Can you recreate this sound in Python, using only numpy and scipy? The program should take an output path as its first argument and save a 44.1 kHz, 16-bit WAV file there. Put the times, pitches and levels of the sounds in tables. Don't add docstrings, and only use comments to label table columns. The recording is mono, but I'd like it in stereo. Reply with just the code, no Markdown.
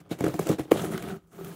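import sys
import numpy as np
from scipy import signal
from scipy.io import wavfile

SR = 44100
rng = np.random.default_rng(int(sys.argv[2]) if len(sys.argv) > 2 else 0)


def level_to_linear(level):
    exponent = np.asarray(level, float) / 20
    return 10 ** exponent


def dump_mix(stems):
    frames = np.atleast_2d(stems).T
    limited = np.clip(frames, -1, 1)
    pcm = np.round(limited * 32767).astype(np.int16)
    wavfile.write(sys.argv[1], SR, pcm)


N = 68355

# (pitch [Hz], level when struck [dB], t60 [s], level when rubbed [dB])
BOX_MODES = [(94, -13, 0.046, -12), (133, -16.5, 0.15, -23.5), (169.2, -8, 0.11, -2),
             (206.7, -20.5, 0.19, -9), (306.8, -2, 0.093, -14), (385, -13.5, 0.08, -3.5),
             (480, -8.5, 0.026, -30.5), (567, -10, 0.0239, -19), (697, -16.5, 0.066, -16),
             (798, -18.5, 0.049, -27.5), (1260, -27, 0.018, -14), (1490, -40, 0.012, -20.5),
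             (2280, -24, 0.036, -33), (3190, -27.5, 0.0084, -27.5)]


def rms_one(x):
    return x / np.sqrt(np.mean(x ** 2) + 1e-20)


def at_hz(points, hz):
    points = np.array(points)
    return np.interp(np.log(hz), np.log(np.maximum(points[:, 0], 1)), points[:, 1])


def drift(rate_hz):
    r = np.exp(-2 * np.pi * rate_hz / SR)
    settle = 9000
    return rms_one(signal.lfilter([1], [1, -2 * r, r * r], rng.standard_normal(N + settle))[settle:])


def ring(clicks, hz, t60_s):
    r = np.exp(-np.log(1000) / (t60_s * SR))
    w = 2 * np.pi * hz / SR
    return signal.lfilter([1, -1], [1, -2 * r * np.cos(w), r * r], clicks + 1e-18)


def unit_click(length):
    click = np.zeros(length)
    click[0] = 1
    return click


def sides(hz, k):
    split_hz = 5500
    return 1 + np.clip(hz / split_hz, 0, .8) * (-1) ** k * np.array([[1], [-1]])


def banded_noise(spectrum, patchy_db):
    # (frequency [Hz], left-right likeness [-1..1])
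    likeness = [(60, 0.683), (180, -0.25), (550, -0.16), (1650, -0.63), (4970, 0.075), (15000, -0.13)]
    # (frequency [Hz], left minus right [dB])
    lean_db = [(60, 0), (150, 13.5), (380, -10), (950, 10), (2380, 3), (5980, -6), (15000, -3)]
    out = 0
    edges_hz = 32 * 2 ** np.arange(0, 9.3, .5)
    white = rng.standard_normal((2, 2, N))
    for k, (low, high) in enumerate(zip(edges_hz, edges_hz[1:])):
        hz = np.sqrt(low * high)
        if hz < spectrum[0][0] / 2 or hz > spectrum[-1][0] * 2:
            continue
        band = signal.butter(2, [low, high], "band", fs=SR, output="sos")
        mid, side = signal.sosfilt(band, white[k % 2])
        alike = np.clip(at_hz(likeness, hz), -1, 1)
        lean = level_to_linear(at_hz(lean_db, hz) / 2 * np.array([[1], [-1]]))
        gain = level_to_linear(at_hz(spectrum, hz) + patchy_db * drift(9.5))
        out = out + gain * lean * (np.sqrt(1 + alike) * mid + np.sqrt(1 - alike) * side * [[1], [-1]])
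    return rms_one(out)


def air():
    # (frequency [Hz], density [dB per Hz])
    air_spectrum = [(30, 10.5), (70, 12.5), (170, -8.5), (380, -5.5), (900, -18), (1400, -17), (1900, -31),
                    (16000, -28.5)]
    return level_to_linear(-63.5) * banded_noise(air_spectrum, patchy_db=2.5)


def room(x):
    t60_s, wall_cut_hz, level_db = 0.22, 10000, -20
    out = np.zeros((2, N))
    dull = np.exp(-2 * np.pi * wall_cut_hz / SR)
    lags = (rng.uniform(.011, .035, size=12) * SR).astype(int)
    for k, lag in enumerate(lags):
        loop, state = x.copy(), [0.]
        gain = level_to_linear(-60 * lag / SR / t60_s)
        for i in range(lag, N, lag):
            back, state = signal.lfilter([gain * (1 - dull)], [1, -dull], loop[i - lag:i], zi=state)
            loop[i:i + lag] += back[:N - i]
        out[k % 2] += (loop - x) * (-1) ** (k // 2)
    return level_to_linear(level_db) * out


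def ticks():
    # (time [s], peak [dB], pitch [Hz], t60 [s])
    cracks = [(.1125, -39, 2270, 0.029), (.2075, -35, 2220, 0.018), (.2405, -31.5, 2200, 0.012),
              (.242, -29.5, 1200, .01), (.252, -34, 1640, 0.009), (.266, -26, 1360, 0.011),
              (.289, -37, 2250, 0.0065), (.2985, -33, 1210, 0.0055), (.341, -36, 710, 0.036),
              (.3925, -27, 990, .01), (.47, -33.5, 1350, 0.018), (.4905, -33, 3550, 0.011),
              (.498, -38, 1130, 0.013), (.503, -28, 1210, .015), (.520, -36, 1290, 0.022),
              (.594, -27, 723, 0.022), (.7135, -25.5, 1096, 0.015), (.7172, -20, 3130, .002),
              (.7174, -24, 1900, 0.0021), (.7175, -18, 1210, 0.015), (.727, -28.5, 2290, 0.012),
              (.838, -33.5, 785, 0.032), (.926, -35, 690, .015), (.937, -37, 1960, 0.01),
              (.948, -34, 2060, .012), (.951, -35, 1500, 0.027), (.9775, -30.5, 1470, 0.013),
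              (.978, -31.5, 2050, 0.0094), (.979, -35, 3060, 0.015), (.996, -41, 1580, 0.012),
              (1.025, -37, 2250, 0.018), (1.024, -47, 720, .012), (1.074, -37, 710, 0.035),
              (1.075, -45, 1470, 0.024), (1.086, -39, 2460, 0.0067), (1.103, -34.5, 1460, 0.033),
              (1.108, -37.5, 740, 0.091), (1.123, -39, 1280, 0.0058), (1.142, -39, 1333, 0.017),
              (1.323, -58, 1250, 0.026), (1.336, -51, 700, .02), (1.388, -35, 385, 0.077),
              (1.39, -46, 1190, 0.033), (1.411, -33.5, 385, 0.061), (1.434, -51, 750, 0.018)]
    out = np.zeros((2, N))
    for k, (s, db, hz, t60_s) in enumerate(cracks):
        i = int(s * SR)
        click = unit_click(min(N - i, 3000))
        tone = ring(ring(click, hz * 0.885, 0.0027), hz, t60_s)
        out[:, i:i + len(click)] += level_to_linear(db) * tone / np.abs(tone).max() * sides(hz * 0.25, k)
    return out


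def crackle(rub):
    snaps_per_s, ring_cycles, low_hz, high_hz = 1500, 14, 521, 3140
    sizes = level_to_linear(3.2 * np.minimum(rng.exponential(1, N), 4)) * rng.choice([-1, 1], N)
    born = rng.random(N) < snaps_per_s * level_to_linear(2.5 * drift(30)) / SR
    snaps = rms_one(sizes * born) * rub
    dealt = rng.integers(0, 16, size=N)
    out = np.zeros((2, N))
    for k, hz in enumerate(np.geomspace(low_hz, high_hz, num=16)):
        t60_s = ring_cycles / hz
        tone = ring(snaps * (dealt == k), hz, t60_s) / np.sqrt(t60_s * SR / 28)
        out += np.array([tone, np.roll(tone, rng.integers(-8, 9))])
    return out


def board_noise(rub, tug):
    # (frequency [Hz], density [dB per Hz])
    rustle_spectrum = [(40, -3.5), (100, -35), (300, -12.5), (700, -10), (950, -25), (1400, -20),
                       (3400, -21), (5000, -31.5)]
    tear_hz = [667, 3386]
    rustle = rub * banded_noise(rustle_spectrum, patchy_db=4.0)
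    tear_band = signal.butter(2, tear_hz, "band", fs=SR, output="sos")
    common, *own = signal.sosfilt(tear_band, rng.standard_normal((3, N)))
    tear = tug * rms_one(common + np.array(own) / 2)
    return rustle + level_to_linear(-6) * crackle(rub) + tear


def film_hiss(slide, rip):
    # (frequency [Hz], density [dB per Hz])
    film_spectrum = [(600, -27), (1200, -12.5), (2500, -8.5), (4200, -17.5), (5500, -6.5), (9000, -8.5),
                     (14500, -7.5), (16000, -12)]
    return np.sqrt(slide ** 2 + rip ** 2) * banded_noise(film_spectrum, patchy_db=2.43)


def hum(load, skid_load):
    grains_per_s, grain_spread_db = 2500, 3.0
    out = 0
    born = rng.random(N) < grains_per_s / SR
    sizes = level_to_linear(grain_spread_db * np.minimum(rng.exponential(1, N), 5))
    for k, (hz, struck_db, t60_s, rubbed_db) in enumerate(BOX_MODES):
        grains = rms_one(born * sizes * rng.standard_normal(N))
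        push = grains * (level_to_linear(rubbed_db) * load + level_to_linear(struck_db) * skid_load)
        out = out + sides(hz, k) * ring(push, hz, t60_s) / np.sqrt(t60_s * SR / 28)
    return out


def rocking(box):
    # (pitch [Hz], level [dB], t60 [s])
    flap_modes = [(232, -15, 0.047), (600, -8, 0.02), (1500, -8, .004)]
    swing = 0
    for hz, db, t60_s in flap_modes:
        ahead = np.gradient(box) * SR / (2 * np.pi * hz)
        swing = swing + level_to_linear(db) * ring(ahead, hz, t60_s) * 2 * np.log(1000) / (t60_s * SR)
    return swing * np.array([[1], [-1]])


def drag():
    # (time [s], scrape [dB], load on the box [dB], scratch of the board [dB])
    course = [(0.703, -85, 24.5, 5), (0.721, -43.5, 8, 4.5), (.80, -45, 13.5, 6.5),
              (0.859, -43.5, 8.5, 1.5), (0.9, -54, 9, 5), (0.921, -44.5, 10, 0), (0.977, -47.5, 12.5, 4.5),
              (1.012, -54.5, 9, 6.5), (1.034, -52.5, 13, 4), (1.108, -50, 13.5, 5.5), (1.164, -57, 13, -4),
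              (1.199, -77, 16, 6), (1.25, -82, 13.5, 1), (1.305, -74.5, 10.5, -17), (1.331, -60, 13, -3.5),
              (1.394, -55, 10, 1), (1.47, -52.5, 11, -0.5), (1.55, -52, 5.5, 4)]
    s, *columns = np.transpose(course)
    return [np.interp(np.arange(N) / SR, s, column) for column in columns]


def skids():
    # (time [s], level [dB], hold [s], fade to silence [s], load on the box [dB])
    slips = [(0.001, -55, 0.0019, 0.056, 4), (0.002, -83, 0.07, 0.19, 23), (0.09, -59, 0.015, .1, 11.5),
             (0.105, -46, 0.011, 0.19, 10.5), (0.182, -52.5, 0.094, 0.31, 15),
             (0.232, -46.5, 0.044, 0.36, 10.5), (0.331, -50, 0.01, 0.39, 2),
             (0.382, -53.5, 0.011, 0.083, 22.5), (0.394, -44, 0.0146, 0.24, 6),
             (0.45, -47, 0.084, 0.078, 13.5), (0.478, -42.5, 0.032, 0.21, 5),
             (0.582, -41.5, 0.0086, 0.19, 7.5), (0.674, -67, 0.21, 0.47, 20)]
    rise_s = 0.0049
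    t, power, load = np.arange(N) / SR, np.zeros(N), np.zeros(N)
    for s, db, hold_s, fade_s, load_db in slips:
        age = np.maximum(t - s, 0)
        fade = np.exp(-np.log(1000) * np.maximum(age - hold_s, 0) / fade_s)
        shape = level_to_linear(db) * (1 - np.exp(-age / rise_s)) * fade
        power += shape ** 2
        load += (shape * level_to_linear(load_db)) ** 2
    return power, load


def rips():
    # (time [s], peak [dB], width [s], share in the board [dB])
    bursts = [(0.1103, -46, 0.0016, 4), (0.189, -34, 0.00083, -2), (0.206, -26, 0.0014, -5),
              (0.2397, -27.5, 0.0011, 0), (0.2431, -24, 0.0011, -0.5), (0.264, -24.5, 0.0011, -7),
              (0.281, -25.5, 0.0015, -5), (0.3405, -28.5, 0.0012, -26), (0.391, -24, 0.0031, -20),
              (0.4694, -22.5, 0.0014, -25), (0.4894, -21.5, 0.0022, -22), (0.4964, -46, 0.00099, -4),
              (0.5143, -26, 0.0018, -10), (0.587, -43.5, 0.0028, 5.5), (0.5937, -28, 0.002, -5),
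              (0.706, -39, 0.0095, 9), (0.7108, -30.5, 0.002, 4), (0.7161, -17.5, 0.0014, -0.5),
              (0.816, -30, 0.0032, -10), (0.9198, -47, 0.0012, -5), (0.9606, -37, 0.0011, 2),
              (0.9771, -22, 0.0011, -3), (1.023, -31, 0.0019, -2), (1.271, -61, 0.0026, -8),
              (1.446, -28.5, 0.00098, -13)]
    t, power = np.arange(N) / SR, np.zeros((2, N))
    for s, db, width_s, board_db in bursts:
        age = np.maximum(t - s, 0) / max(width_s, .0003)
        shape = (age * np.exp(1 - age)) ** np.array([[1], [2]])
        power += (level_to_linear(db - 10.5 + np.array([[0], [board_db]])) * shape) ** 2
    return np.sqrt(power)


def thumps():
    # (time [s], peak [dB], panel pitch [Hz], box hum [dB])
    jumps = [(.112, -23, 297, 0), (0.1187, -25.5, 316, -6.5), (.205, -31, 486, -27),
             (.208, -14.5, 295, -6.5), (0.2152, -25, 295, -9), (0.2406, -16.5, 466, -2),
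             (0.2517, -18.5, 347, -9), (0.263, -23.5, 400, 5.5), (0.2798, -15, 420, -5.5),
             (.342, -20, 306, -1.5), (0.3929, -24.5, 627, 6.5), (0.3953, -11.5, 366, -17.5),
             (.469, -23, 540, -4.5), (0.4944, -24, 392, 6), (0.4973, -13.5, 430, -5.5),
             (0.502, -23.5, 320, 6), (0.5144, -17, 350, -10.5), (0.52, -21.5, 163, -8),
             (0.5868, -23, 285, -10), (.596, -18.5, 341, -2), (.655, -38, 316, -1),
             (0.7143, -16.5, 480, -9), (0.718, -2, 408, -17.5), (0.7235, -10.5, 297, -13.5),
             (0.745, -21.5, 394, -21), (0.7602, -18.5, 480, -27), (0.839, -23.5, 416, -14),
             (0.904, -25.5, 169, -7.5), (.914, -36, 174, 1), (1.026, -37.5, 385, 4.5),
             (1.441, -42, 169, -10)]
    panel_cycles, rise_cycles, level_db = 4.36, 3.05, -0.5
    out, knocks = np.zeros((2, N)), np.zeros((len(BOX_MODES), N))
    luck = rng.standard_normal((len(jumps), len(BOX_MODES)))
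    for (s, db, hz, hum_db), row in zip(jumps, luck):
        i = int(s * SR)
        click = unit_click(min(N - i, 4000))
        swing = ring(ring(click, hz * 0.91, rise_cycles / hz), hz, panel_cycles / hz)
        out[:, i:i + len(click)] -= level_to_linear(db + level_db) * swing / np.abs(swing).max()
        knocks[:, i] += level_to_linear(db + hum_db + 2.8 * row) * np.sign(row)
    knocks = signal.lfilter([.15], [1, -.85], knocks)
    for k, (hz, struck_db, t60_s, _) in enumerate(BOX_MODES):
        out = out + level_to_linear(struck_db) * ring(knocks[k], hz, t60_s) * sides(hz, k)
    return out


def scene():
    t, right_lag_s = np.arange(N) / SR, .00005
    scrape_db, load_db, board_db = drag()
    skid, skid_load = skids()
    rip, tug = rips()
    flutter = level_to_linear(1 * drift(32))
    slide = flutter * np.sqrt(level_to_linear(scrape_db) ** 2 + skid)
    box = thumps() + ticks() + hum(flutter * level_to_linear(scrape_db + load_db), flutter * np.sqrt(skid_load))
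    box_at_ports = np.array([box[0], np.interp(t - right_lag_s, t, box[1])]) + rocking(box.mean(axis=0))
    near = box_at_ports + film_hiss(slide, rip) + board_noise(slide * level_to_linear(board_db - 0.5), tug)
    return near + room(near.mean(axis=0)) + air()


def top_cut(x):
    return signal.sosfilt(signal.butter(12, 16430, fs=SR, output="sos"), x)


def record(dry):
    x = signal.sosfilt(signal.butter(3, 62, "high", fs=SR, output="sos"), dry)
    x = signal.sosfilt(signal.cheby2(22, 70, 16150, fs=SR, output="sos"), x)
    return top_cut(x)


dry = scene()
out = record(dry)
dump_mix(out)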